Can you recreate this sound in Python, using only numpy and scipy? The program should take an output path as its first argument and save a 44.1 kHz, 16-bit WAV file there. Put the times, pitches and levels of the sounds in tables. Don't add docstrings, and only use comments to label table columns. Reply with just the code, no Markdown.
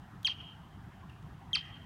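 import sys
import numpy as np
from scipy import signal
from scipy.fft import rfft, irfft, next_fast_len
from scipy.io import wavfile

SR = 44100
rng = np.random.default_rng(int(sys.argv[2]) if len(sys.argv) > 2 else 0)


def store_wav(level_fs):
    pcm = np.round(np.clip(np.atleast_2d(level_fs), -1, 1) * 32767)
    wavfile.write(sys.argv[1], SR, pcm.T.astype(np.int16))


N = 81585

# frequency_hz, relative_level_db
WIND_SPECTRUM = [(20, -47), (35, -10), (60, -2), (105, 1.5), (175, -1), (240, -9.5), (310, -12.5),
                 (380, -18), (520, -26), (1000, -61)]
WATER_SPECTRUM = [(200, -45), (520, -9.5), (740, 5), (1200, 1), (1800, -3), (2300, -10.5), (3200, -11),
                  (4300, -19), (6500, -22.5), (9000, -26), (12000, -27.5), (16000, -29)]
TICK_SPECTRUM = [(1500, -33), (3300, 9), (6000, -6), (11000, -10), (15000, -10)]
# time_s, level_db
WIND_ENVELOPE = [(0.0, -49.5), (0.102, -57), (0.132, -50.5), (0.292, -54), (0.406, -51.5), (0.778, -52.5),
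                 (0.896, -48.5), (0.916, -69), (0.936, -51.5), (1.204, -50.5), (1.256, -48), (1.442, -53.5),
                 (1.478, -49), (1.664, -56.5), (1.684, -50), (1.85, -50.5)]
WHISTLING_ENVELOPE = [(1.42, -117), (1.52, -63), (1.65, -59), (1.85, -68.5)]
# centre_s, half_width_s, level_db
TICKS = [(0.2316, 0.0015, -52), (0.258, 0.017, -57.5), (1.098, 0.0032, -67.5), (1.228, 0.0022, -66)]
# centre_s, pitch_hz, level_db
FAR_CHIRPS = [(1.099, 2770, -56)]
# frequency_hz, gain_db
ROCK_RESPONSE = [(1000, 13), (2200, -3), (3000, -3), (3300, -4.5), (4300, -7), (5500, -5.5), (6500, 3),
                 (8000, -2), (11000, 1)]
TRUNKS_RESPONSE = [(800, -7), (2200, -6.5), (2800, 0), (3200, 5), (4300, -16), (5500, -7.5), (6400, -1.5),
                   (8000, -8), (15000, -4.5)]
BRANCHES_RESPONSE = [(1000, -6), (2500, 8), (3200, -10), (4300, -20), (5600, 4), (7000, 4), (10000, 5),
                     (15000, -4)]
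FOREST_RESPONSE = [(800, 16), (2000, -13), (2500, -12), (2950, 6.5), (3250, -2.5), (4200, -18.5),
                   (6500, -30), (15000, -40)]
# frequency_hz, gain_db
MOUTH_RESPONSE = [(700, -27), (1200, -18.5), (1800, -16.5), (2300, -7.5), (2700, -2), (3200, 0.5),
                  (3800, 1), (4400, 9), (5150, -3), (5750, -14), (6500, -21), (8000, -19.5), (9600, -23.5),
                  (11000, -22), (12000, -41), (16000, -58)]
# level_db, attack_s, duration_share_of_plunge
HARMONICS = [(-1, 0.00091, 1), (-7, 0.0012, 0.85), (-13.5, 0.0023, 0.69), (-13, 0.013, 0.76)]
# start_s, pitch_hz, plunge_s, level_db, dip_db, push_db, overtone_push_db,
# forest_echo_db, forest_depth_s
WHISTLES = [(0.2472, 3218, .0392, -24, -4.5, -1.5, 0.5, -15, 0.3),
            (1.5311, 3199, 0.038, -24.5, -14, 1, 2, -16.5, 0.3)]

PLUNGE_POWER, ONSET_HZ, ONSET_S = 3.0, 940, 0.00063
DIP_AT_S, DIP_WIDTH_S, PUSH_AT_S, PUSH_WIDTH_S = 0.015, 0.0027, 0.024, 0.006
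JITTER, PLUNGE_JITTER = 0.0017, 0.02
FADE_AT_SHARE, FADE_DB_PER_S, RELEASE_S = 0.81, 1300, 0.0055
CLUMP_DB, CLUMP_RATE_HZ = 3, 16.7


def undb(db):
    return 10 ** (np.asarray(db) / 20)


def gain_at(hz, curve):
    frequency_hz, gain_db = np.array(curve, float).T
    return undb(np.interp(np.log(np.maximum(hz, 1)), np.log(frequency_hz), gain_db))


def filtered(x, curve):
    return irfft(rfft(x) * gain_at(np.fft.rfftfreq(len(x), 1 / SR), curve), len(x))


def noise(spectrum):
    x = filtered(rng.standard_normal(N), spectrum)
    return x / x.std()


def drift(rate_hz):
    size = next_fast_len(N)
    hz = np.fft.rfftfreq(size, 1 / SR)
    x = irfft(rfft(rng.standard_normal(size)) * np.exp(-(hz / rate_hz) ** 2) * (hz > 0), size)[:N]
    return x / x.std()


def bump(t, centre_s, half_width_s):
    return np.exp(-((t - centre_s) / half_width_s) ** 2)


def wind(t):
    rumble = noise(WIND_SPECTRUM)
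    level_db = np.interp(t, *np.array(WIND_ENVELOPE).T) + 0.5
    return rumble * undb(level_db + drift(rate_hz=19))


def distant_water(level_db=-60.5, flicker_db=2.5):
    spectrum = rfft(noise(WATER_SPECTRUM))
    hz = np.fft.rfftfreq(N, 1 / SR)
    band_of_bin = np.floor(4 * np.log2(np.maximum(hz, 200) / 200))
    rush = 0
    for band in np.unique(band_of_bin):
        flicker = undb(flicker_db * drift(rate_hz=19) * (band < 16))
        rush = rush + irfft(spectrum * (band_of_bin == band), N) * flicker
    return undb(level_db) * rush


def ticks(t):
    return noise(TICK_SPECTRUM) * sum(undb(db) * bump(t, at_s, width_s) for at_s, width_s, db in TICKS)


def faint_whistling(t, centre_hz=1915, half_width_hz=290):
    band = noise([(centre_hz - 2 * half_width_hz, -22), (centre_hz, 0),
                  (centre_hz + 2 * half_width_hz, -22)])
    edges_hz = [centre_hz - half_width_hz, centre_hz + half_width_hz]
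    band = signal.sosfilt(signal.butter(1, edges_hz, "band", fs=SR, output="sos"), band)
    return band / band.std() * undb(np.interp(t, *np.array(WHISTLING_ENVELOPE).T))


def scatter(x, envelope):
    strength = envelope * undb(CLUMP_DB * drift(CLUMP_RATE_HZ))
    response = rng.standard_normal(N) * strength / np.sqrt(np.sum(strength ** 2))
    return signal.fftconvolve(x, response)[:N]


def far_chirp(t, half_width_s=0.005, fall_hz_per_s=30000):
    chirp = 0
    for centre_s, pitch_hz, level_db in FAR_CHIRPS:
        offset_s = t - centre_s
        phase = 2 * np.pi * offset_s * (pitch_hz - fall_hz_per_s * offset_s / 2)
        chirp = chirp + undb(level_db) * bump(t, centre_s, half_width_s) * np.sin(phase)
    return chirp + undb(-0.5) * scatter(chirp, np.exp(-t / 0.15))


def decay(t, delay_s, t60_s):
    return (t > delay_s) * np.exp(-np.log(1000) * np.maximum(t - delay_s, 0) / t60_s)


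def echoes(t, call, forest_db, depth_s, edge_s=0.016):
    ground = undb(-21) * scatter(call, decay(t, delay_s=0.015, t60_s=0.083))
    rock = undb(-4) * scatter(filtered(call, ROCK_RESPONSE), decay(t, delay_s=0.00063, t60_s=0.068))
    trunks = undb(-7) * filtered(scatter(call, decay(t, delay_s=0.025, t60_s=0.18)), TRUNKS_RESPONSE)
    far_edge = 0.5 - 0.5 * np.tanh((t - depth_s) / edge_s / 2)
    wash = decay(t, delay_s=0.073, t60_s=2.17) * (far_edge + undb(-14))
    forest = undb(forest_db) * scatter(filtered(call, FOREST_RESPONSE), wash)
    branches = undb(-27) * scatter(filtered(call, BRANCHES_RESPONSE), decay(t, delay_s=0.1, t60_s=0.54))
    return rock + ground + trunks + branches + forest


def marmot_whistle(t, start_s, pitch_hz, plunge_s, level_db, dip_db, push_db, overtone_push_db):
    age_s = np.clip(t - start_s, 0, plunge_s)
    plunge = (age_s / plunge_s) ** PLUNGE_POWER
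    hz = pitch_hz * (1 - plunge) + ONSET_HZ * np.exp(-age_s / ONSET_S)
    jitter = (JITTER + PLUNGE_JITTER * plunge) * drift(rate_hz=980)
    phase = 2 * np.pi * np.cumsum(hz * (1 + jitter) * (age_s > 0)) / SR
    dip = bump(age_s, DIP_AT_S, DIP_WIDTH_S)
    push = bump(age_s, PUSH_AT_S, PUSH_WIDTH_S)
    fade_db = FADE_DB_PER_S * np.maximum(age_s - FADE_AT_SHARE * plunge_s, 0)
    tone = 0
    for k, (harmonic_db, attack_s, share) in enumerate(HARMONICS, 1):
        attack = np.clip(age_s / attack_s, 0, 1)
        release = np.clip((share * plunge_s - age_s) / RELEASE_S, 0, 1)
        lift_db = (k > 1) * overtone_push_db * push
        gain = undb(harmonic_db + lift_db + dip_db * dip / k ** 2)
        tone = tone + gain * attack * release * gain_at(k * hz, MOUTH_RESPONSE) * np.sin(k * phase)
    return tone * undb(level_db + push_db * push - fade_db)


def scene():
    t = np.arange(N) / SR
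    meadow = wind(t) + distant_water() + ticks(t) + far_chirp(t) + faint_whistling(t)
    for *voice, forest_db, depth_s in WHISTLES:
        call = marmot_whistle(t, *voice)
        meadow = meadow + call + echoes(t, call, forest_db, depth_s)
    return meadow[None]


def record(dry):
    cutoff_hz = 15850
    return signal.sosfilt(signal.ellip(10, 0.1, 70, cutoff_hz, fs=SR, output="sos"), dry)


dry = scene()
out = record(dry)
store_wav(out)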